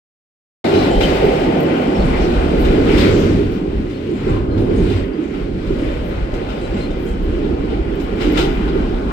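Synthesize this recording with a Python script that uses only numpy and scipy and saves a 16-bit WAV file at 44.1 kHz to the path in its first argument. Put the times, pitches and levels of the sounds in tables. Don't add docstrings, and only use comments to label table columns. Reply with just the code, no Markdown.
import sys
import numpy as np
from scipy import signal
from scipy.fft import rfft, irfft, next_fast_len
from scipy.io import wavfile
from scipy.ndimage import uniform_filter1d

SR = 44100
rng = np.random.default_rng(int(sys.argv[2]) if len(sys.argv) > 2 else 0)


def transcribe(u):
    v = np.clip(np.atleast_2d(u).T, -1, 1)
    q = np.round(v * 32767).astype(np.int16)
    wavfile.write(sys.argv[1], SR, q)


N = 402191

LAYER_EDGES = [15, 70, 140, 260, 470, 630, 900, 1700, 3400, 5800, 10000, 17000]
# frequency_hz, density_db
RUMBLE_COLOUR = [(12, -36), (22, -8.5), (34, 0), (52, -0.5), (75, -4.5), (95, 1), (125, -5.5), (165, -5.5),
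                 (290, -4.5), (390, -5), (500, -11.5), (640, -16), (800, -17.5), (1000, -18)]
RATTLE_COLOUR = [(900, 8), (1440, 5), (1740, 2), (3150, 3), (3400, -7.5), (5500, -17), (5800, -26.5),
                 (6900, -30), (9300, -32.5), (9900, -37), (11300, -30), (12000, -32), (13300, -32),
                 (15700, -30.5)]
# time_s, left_minus_right_db
ROAR_LEAN = [(.65, 2.3), (2.2, 1), (4.3, 1), (5.1, -3.5), (6.2, 1.5), (7.8, -1.8), (9.12, 1)]


def rolling(crossover_hz=950, overlap_octaves=.16, ring_rest_db=-9):
    size = next_fast_len(N)
    hz, noise = port_noise(size)
    join_db = along(RUMBLE_COLOUR, crossover_hz) - along(RATTLE_COLOUR, crossover_hz)
    colour_db = np.where(hz < crossover_hz, along(RUMBLE_COLOUR, hz), along(RATTLE_COLOUR, hz) + join_db)
    noise = noise * undb(colour_db)
    lean = undb(np.outer([.5, -.5], curves(ROAR_LEAN)[0]))
    jolt = wobble(spread_db=1, rate_hz=14)
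    octave, out = np.log2(hz + 1e-9), 0
    for db, lo_hz, hi_hz in zip(layer_levels(), LAYER_EDGES, LAYER_EDGES[1:]):
        edges = np.linspace(np.log2(lo_hz), np.log2(hi_hz), num=3)
        layer = 0
        for lo, hi in zip(edges, edges[1:]):
            inside = np.minimum(octave - lo, hi - octave) / overlap_octaves
            mask = np.sin(np.pi / 2 * np.clip(.5 + inside, 0, 1))
            band = irfft(noise * mask, size)[:, :N]
            layer = layer + band * wobble(spread_db=.5, rate_hz=9)
        layer = steel_ring(layer, lo_hz, hi_hz,
                           lambda: undb(ring_rest_db) * wobble(spread_db=3, rate_hz=14))
        if lo_hz < 900:
            layer = layer * wobble(spread_db=1.3, rate_hz=11)
        else:
            layer = layer * jolt
        if 140 <= lo_hz < 470:
            layer = layer * lean
        out = out + unit(layer) * undb(db)
    return out


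# time_s, boom_db, thud_db
FLOOR = [(0.65, -47, -27), (0.98, -18.5, -29.5), (1.64, -37.5, -33.5), (1.95, -31, -36), (1.99, -15.5, -32),
         (2.47, -13.5, -29), (2.54, -26, -43), (2.6, -15.5, -29), (3.17, -22, -16.5), (3.48, -23, -21),
         (3.6, -35, -40), (3.79, -20, -27), (3.95, -39, -33), (4.26, -33, -26), (4.28, -24.5, -19.5),
         (4.97, -21, -24), (5.11, -27, -52), (5.13, -37, -44), (5.39, -29, -38), (5.44, -21, -29.5),
         (6.62, -26.5, -30), (7.14, -21.5, -34.5), (9.03, -21, -31.5), (9.12, -21, -38)]
# time_s, roar_db, rail_hum_db, whirr_db
CABIN = [(0.65, -16, -26, -29), (1.1, -17.5, -24, -28.5), (2.47, -18, -28.5, -32.5), (3.08, -11, -25, -34),
         (3.55, -20, -39, -43), (4.07, -27.5, -39, -53), (4.09, -22.5, -47, -47), (4.23, -23.5, -41, -44),
         (4.28, -20.5, -37, -44), (4.54, -19, -35, -44.5), (4.59, -17.5, -31, -38), (4.82, -16.5, -36, -41),
         (5.11, -25.5, -40.5, -48), (5.65, -23, -40.5, -47.5), (5.84, -21.5, -31.5, -46.5),
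         (6.19, -26.5, -34, -38.5), (7.35, -22.5, -37.5, -46), (7.47, -19.5, -36, -40),
         (8.1, -24, -38, -42), (8.44, -16, -34, -33.5), (8.55, -22.5, -44, -36.5),
         (8.69, -19.5, -39, -41.5), (9.1, -21.5, -37.5, -39), (9.12, -26, -34.5, -36)]
# time_s, clatter_db, relative_grind_db, relative_brightness_db
RATTLE = [(0.65, -34, 2.5, -3), (0.79, -31, -3, -7.5), (0.95, -34.5, -0.5, -4.5), (1.0, -37, -3, -4),
          (1.03, -27.5, -8, -5.5), (1.14, -30, -4, -7), (1.76, -34.5, -0.5, -9.5), (1.97, -35.5, 0.5, -7),
          (2.82, -35, 0, -7), (3.03, -27, -3.5, -5.5), (3.06, -28.5, -2, -5), (3.64, -46, 0, -7),
          (4.07, -44, -3.5, -7.5), (4.31, -41.5, 2, -6.5), (4.5, -47, 5.5, -7.5), (4.97, -37, -4.5, -6.5),
          (5.11, -47, 0.5, -10.5), (5.37, -43, -2, -7.5), (5.51, -48, -1, -5.5), (5.86, -39.5, -1.5, -7),
          (6.19, -42.5, 1, -8), (6.83, -41, -2, -7), (6.92, -45, -0.5, -7), (8.17, -42, 0.5, -8.5),
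          (8.22, -32, -4.5, -9), (8.34, -37, -2, -8.5), (8.39, -32, 2, 0), (8.5, -38, 0, -10),
          (9.05, -44, 3.5, -6), (9.12, -40.5, 5, -9)]


def layer_levels():
    boom, thud = curves(FLOOR)
    roar, hum, whirr = curves(CABIN)
    clatter, grind, brightness = curves(RATTLE)
    jingle = clatter + 1.23 * brightness + .5
    sizzle = clatter + brightness - 11.5
    hiss = clatter + .94 * brightness - 20.5
    return [boom, thud, roar - 4.5, roar - 1.5, hum, whirr, clatter + grind, clatter, jingle, sizzle, hiss]


# pitch_hz, width_hz, level_db
STEEL_MODES = [(301, 43, 4.5), (401, 21, 5.5), (1058, 75, 8.5), (1447, 170, 8), (2030, 280, 6),
               (3645, 86, 4), (4010, 240, 5.5), (4880, 130, 5.5), (5330, 120, -1), (6350, 140, 3.5),
               (7220, 200, 3), (8430, 160, 3.5), (12060, 350, 9), (14400, 160, -1)]


def steel_ring(shaking, lo_hz, hi_hz, excitation):
    out = shaking
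    for hz, width_hz, db in STEEL_MODES:
        if lo_hz <= hz < hi_hz:
            mode = signal.lfilter(*signal.iirpeak(hz, hz / width_hz, SR), shaking)
            out = out + undb(db) * excitation() * mode
    return out


# start_s, level_db, pitch_hz, t60_s
TRACK_DIPS = [(0.734, -4, 377, 0.35), (1.226, -1.5, 410, 0.32), (1.299, -8, 412, 0.35),
              (1.469, -4.5, 342, 0.27), (1.713, -9, 343, 0.26), (1.879, -7, 310, 0.32),
              (2.049, -7.5, 176, 0.37), (2.499, -8, 378, 0.41), (2.649, -9.5, 220, 0.33),
              (2.779, -3.5, 368, 0.35), (3.169, -17, 312, 0.31), (3.269, -13, 72.7, 0.31),
              (3.789, -11, 218, 0.35), (4.09, -10, 334, 0.4), (4.268, -6.5, 357, 0.35), (4.3, -1, 93, 0.31),
              (4.421, -10, 72.7, 0.24), (4.57, -10, 265, 0.35), (4.709, -7, 357, 0.42),
              (4.941, -7.5, 86.1, 0.35), (5.191, -10, 296, 0.39), (5.549, -18, 207, 0.35),
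              (5.705, -9.5, 337, 0.31), (5.819, -14, 299, 0.31), (6.42, -21, 250, 0.35),
              (6.747, -12.5, 236, 0.35), (7.089, -13.5, 72, 0.47), (7.289, -10, 71, 0.38),
              (7.489, -10.5, 72.7, 0.4), (7.719, -8, 343, 0.3), (8.219, -12.5, 364, 0.35),
              (8.389, -10, 380, 0.33), (8.738, -12, 362, 0.38)]


def bogie_thumps(gain_db=-6, rise_s=.004, relative_width=.17):
    out, t = np.zeros((2, N)), np.arange(SR // 3) / SR
    for start_s, db, pitch_hz, t60 in TRACK_DIPS:
        envelope = (1 - np.exp(-t / rise_s)) * undb(-60 * t / t60)
        hz, noise = port_noise(len(t))
        resonance = 1 / (1 + ((hz - pitch_hz) / (relative_width * pitch_hz)) ** 2)
        thump = unit(irfft(noise * resonance, len(t))) * envelope
        add(out, start_s - rise_s, thump * undb(db + gain_db))
    return out


# start_s, level_db, t60_s, tilt_db_per_octave
RAIL_JOINTS = [(0.7382, -22, 0.31, -0.5), (1.0087, -18.5, 0.16, 0.5), (2.6504, -29, 0.18, 5),
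               (2.8734, -28, 0.36, -3), (2.9794, -25, 0.42, 4.5), (3.8994, -42, 0.47, 3),
               (4.2794, -31, 0.35, -5), (4.5784, -38, 0.43, 3), (4.9018, -32.5, 0.4, 1),
               (5.3408, -32, 0.22, -5), (5.6694, -39, 0.28, 1), (6.3394, -37, 0.18, 5),
               (6.4897, -32.5, 0.41, -0.5), (6.7684, -34.5, 0.52, -1), (6.907, -39, 0.29, 2),
               (7.6994, -35, 0.84, -3), (7.9997, -40, 0.21, 8), (8.08, -40, 0.27, -8),
               (8.207, -29.5, 0.82, 1.5), (8.3739, -17.5, 0.45, 1.5), (8.6792, -29, 0.19, -2.5)]
# frequency_hz, density_db
CLACK_COLOUR = [(290, -29), (500, 7), (667, -29), (793, 21), (971, -30), (1310, 2), (1800, -13), (2950, 7),
                (4480, -15), (4880, -11), (15700, -41)]


def joint_clacks(gain_db=-8, rise_s=.002, ring_db=6, chatter_db=1):
    out, t = np.zeros((2, N)), np.arange(SR // 3) / SR
    for start_s, db, t60, tilt in RAIL_JOINTS:
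        hz, noise = port_noise(len(t))
        colour_db = along(CLACK_COLOUR, hz) + tilt * np.log2(np.clip(hz, 500, 16000) / 3000)
        envelope = (1 - np.exp(-t / rise_s)) * undb(-60 * t / t60)
        rebounds = flutter(chatter_db, len(t))
        rattle = unit(irfft(noise * undb(colour_db), len(t)) * rebounds) * envelope
        clack = steel_ring(rattle, 900, SR, lambda: undb(ring_db - rng.standard_normal()))
        add(out, start_s - .003, clack * undb(db + gain_db))
    return out


# start_s, length_s, level_db, centre_hz
HISS_SWELLS = [(.74, .12, -43, 5000), (.88, .09, -59, 8000), (1.14, .06, -57, 14500),
               (1.23, .07, -56, 14000), (1.42, .06, -56, 7000), (2.031, 0.12, -54, 8000),
               (2.195, .1, -44.5, 4930), (2.58, 0.09, -52, 13000), (2.878, .1, -32, 2500),
               (2.975, 0.11, -33, 3980), (3.083, 0.36, -47, 5860), (3.503, .1, -62, 13500),
               (3.5, 0.12, -58, 5000), (3.88, .13, -68, 8000), (4.08, .15, -62, 7500),
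               (4.27, .1, -62, 7500), (4.575, 0.13, -64, 10000), (4.72, 0.28, -57, 8040),
               (5.2, .2, -62, 6500), (5.783, 0.11, -60, 8000), (6.033, 0.11, -59, 13500),
               (6.327, .07, -59, 6500), (6.49, .06, -65, 6000), (6.6, .1, -56, 7500),
               (6.76, 0.11, -56, 7500), (6.974, 0.18, -60, 13500), (7.048, 0.12, -56, 7500),
               (7.417, 0.088, -47.5, 3470), (7.702, 0.089, -51, 3500), (8.0, 0.077, -60, 13500),
               (8.5, .12, -64, 13000), (8.68, 0.071, -48, 3520), (8.927, .08, -46, 3200)]


def hiss_swells(grit_db=2, relative_width=.3, rise_share=.24):
    out, size = np.zeros((2, N)), SR // 3
    for start_s, length_s, db, centre_hz in HISS_SWELLS:
        hz, noise = port_noise(size)
        band = np.exp(-((hz - centre_hz) / (relative_width * centre_hz)) ** 2)
        hiss = unit(irfft(noise * band)) * flutter(grit_db, size)
        n = min(int(length_s * SR), size)
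        envelope = np.sin(np.pi / 2 * np.interp(np.arange(n) / n, [0, rise_share, 1], [0, 1, 0]))
        add(out, start_s, hiss[:, :n] * envelope * undb(db))
    return out


# start_s, length_s, start_hz, end_hz, level_db, left_minus_right_db, scrape
SQUEAKS = [(0.736, 0.16, 4080, 4040, -37.5, -4, 6), (.9, 0.067, 7450, 7500, -49, -2, 5),
           (0.89, 0.13, 3050, 3160, -34.5, 3, 4), (1.028, 0.038, 3150, 3030, -24, 3, 1.8),
           (1.94, 0.06, 5390, 5380, -49, 10, 2.6), (1.993, .04, 4320, 4300, -43, 3, 1.5),
           (2.605, .03, 14420, 14420, -54, -2, 1.5), (2.98, .05, 12300, 12200, -54, 8, 4.3),
           (3.105, .08, 7580, 7500, -52, 9, 1.5), (3.17, 0.11, 11930, 11930, -59, 4, 1.5),
           (3.934, .06, 4300, 4300, -55, 5, 1.5), (4.13, .1, 7300, 7400, -60, 12, 5),
           (4.287, .03, 7260, 7300, -56, 10, 4), (4.488, 0.15, 4180, 4140, -55, 16, 1.2),
           (4.77, .05, 6550, 6460, -58, 14, 1.5), (4.96, .08, 7760, 7710, -62, 12, .6),
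           (5.13, .04, 4720, 4700, -58, 11, .7), (5.878, 0.044, 3540, 3570, -49, 7, .8),
           (6.567, .07, 3600, 3630, -49, -1, .8), (6.637, .04, 3950, 3970, -44, 3, 1.2),
           (6.737, 0.04, 7450, 7450, -55, 6, 2.5), (6.796, 0.09, 4200, 4130, -43.5, 6, 1.1),
           (7.05, 0.12, 3200, 3200, -52, 5, .6), (7.225, .05, 14420, 14420, -63, 12, .8),
           (8.305, .01, 14420, 14420, -58, 12, .8), (8.322, .013, 14420, 14420, -49, 16, .8)]


def flange_squeaks(waver=.004, roughness=.52, fade=1.2):
    out = np.zeros((2, N))
    for start_s, length_s, start_hz, end_hz, db, pan_db, scrape in SQUEAKS:
        n = int(length_s * SR)
        drift, grit = 10 * uniform_filter1d(rng.standard_normal((2, SR // 5)), size=100)[:, :n]
        pitch_hz = np.linspace(start_hz, end_hz, n) * (1 + waver * scrape * drift)
        tone = np.sin(2 * np.pi * np.cumsum(pitch_hz) / SR)
        envelope = 2 * signal.windows.tukey(n, .4) * np.exp(-fade * np.arange(n) / n)
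        add(out, start_s, pan(tone * envelope * (1 + roughness * grit), db, pan_db))
    return out


# start_s, level_db, left_minus_right_db
TICKS = [(1.1578, -40, 6.0), (1.2521, -37, -9), (1.6062, -35, 13), (1.6224, -49, 9.5), (1.6327, -39, 18),
         (1.6434, -42, 10.5), (1.6614, -46, 5.0), (1.7714, -46, -1.0), (1.8148, -39, 0.0), (2.7317, -42, 0),
         (3.5194, -46, 10.0), (5.0644, -49, 7.0), (7.2504, -53, 4.5), (7.9573, -42, -1), (8.1668, -48, 9.5),
         (8.323, -43, 18.5)]
# pitch_hz, level_db, t60_s
TICK_MODES = [(9300, -9, .005), (12200, -3, .006), (13400, -6, .003), (14400, 0, .009), (15300, -2, .005)]


def ticks(gain_db=-1, spread_db=3, rise_s=.0002):
    out, t = np.zeros((2, N)), np.arange(SR // 25) / SR
    attack = 1 - np.exp(-t / rise_s)
    for start_s, db, pan_db in TICKS:
        ring = 0
        for hz, mode_db, t60 in TICK_MODES:
            struck_db = mode_db + spread_db * rng.standard_normal()
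            ring = ring + undb(struck_db - 60 * t / t60) * np.sin(2 * np.pi * hz * t)
        add(out, start_s, pan(ring * attack, db + gain_db, pan_db))
    return out


# frequency_hz, correlation
PORT_LIKENESS = [(30, 1), (200, 0.94), (380, 0.87), (600, 0.44), (1200, 0.31), (3000, 0), (9000, 0),
                 (15000, 0.03)]
# frequency_hz, left_minus_right_db
PORT_BALANCE = [(60, -0.5), (110, -2.2), (200, 1.1), (380, -5), (700, -0.5), (1290, 3.0), (2380, 8),
                (4400, 5.5), (8120, 8.5), (15000, 0.5)]
# frequency_hz, phase_rad
PORT_LAG = [(0, 0.5), (250, -0.11), (430, 0.98), (780, 2.5), (1890, 6), (16000, 46.5)]


def port_noise(size):
    hz = np.fft.rfftfreq(size, 1 / SR)
    left, unshared = rfft(rng.standard_normal((2, size)))
    likeness = along(PORT_LIKENESS, hz)
    lag_rad = np.interp(hz, *np.transpose(PORT_LAG))
    right = (likeness * left + np.sqrt(1 - likeness ** 2) * unshared) * np.exp(-1j * lag_rad)
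    return hz, np.array([left, right]) * undb(np.outer([.5, -.5], along(PORT_BALANCE, hz)))


def wobble(spread_db, rate_hz):
    knots = np.arange(0, N + SR, SR / rate_hz)
    return np.interp(np.arange(N), knots, undb(spread_db * rng.standard_normal(1000)[:len(knots)]))


def flutter(spread_db, size):
    return np.repeat(undb(spread_db * rng.standard_normal(size // 100)), 100)


def undb(db):
    return 10 ** (np.asarray(db) / 20)


def along(table, hz):
    table_hz, values = np.transpose(table)
    return np.interp(np.log(hz + 1e-9), np.log(table_hz), values)


def curves(table):
    time_s, *columns = np.transpose(table)
    return [np.interp(np.arange(N) / SR, time_s, column) for column in columns]


def unit(sound):
    return sound / np.sqrt(np.mean(sound.mean(axis=0) ** 2))


def pan(mono, db, pan_db):
    return np.outer(undb([db + pan_db / 2, db - pan_db / 2]), mono)


def add(out, start_s, sound):
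    i = int(start_s * SR)
    out[:, i:i + sound.shape[1]] += sound[:, :N - i]


def scene():
    return rolling() + bogie_thumps() + joint_clacks() + hiss_swells() + flange_squeaks() + ticks()


def record(dry):
    open_s, fade_s, ceiling, top_hz = .641, .0036, 1.05, 15780
    opened = dry * np.clip((np.arange(N) / SR - open_s) / fade_s, 0, 1)
    rounded = opened / (1 + np.abs(opened / ceiling) ** 3) ** (1 / 3)
    return signal.sosfilt(signal.ellip(10, .2, 80, top_hz, fs=SR, output="sos"), rounded)


dry = scene()
out = record(dry)
transcribe(out)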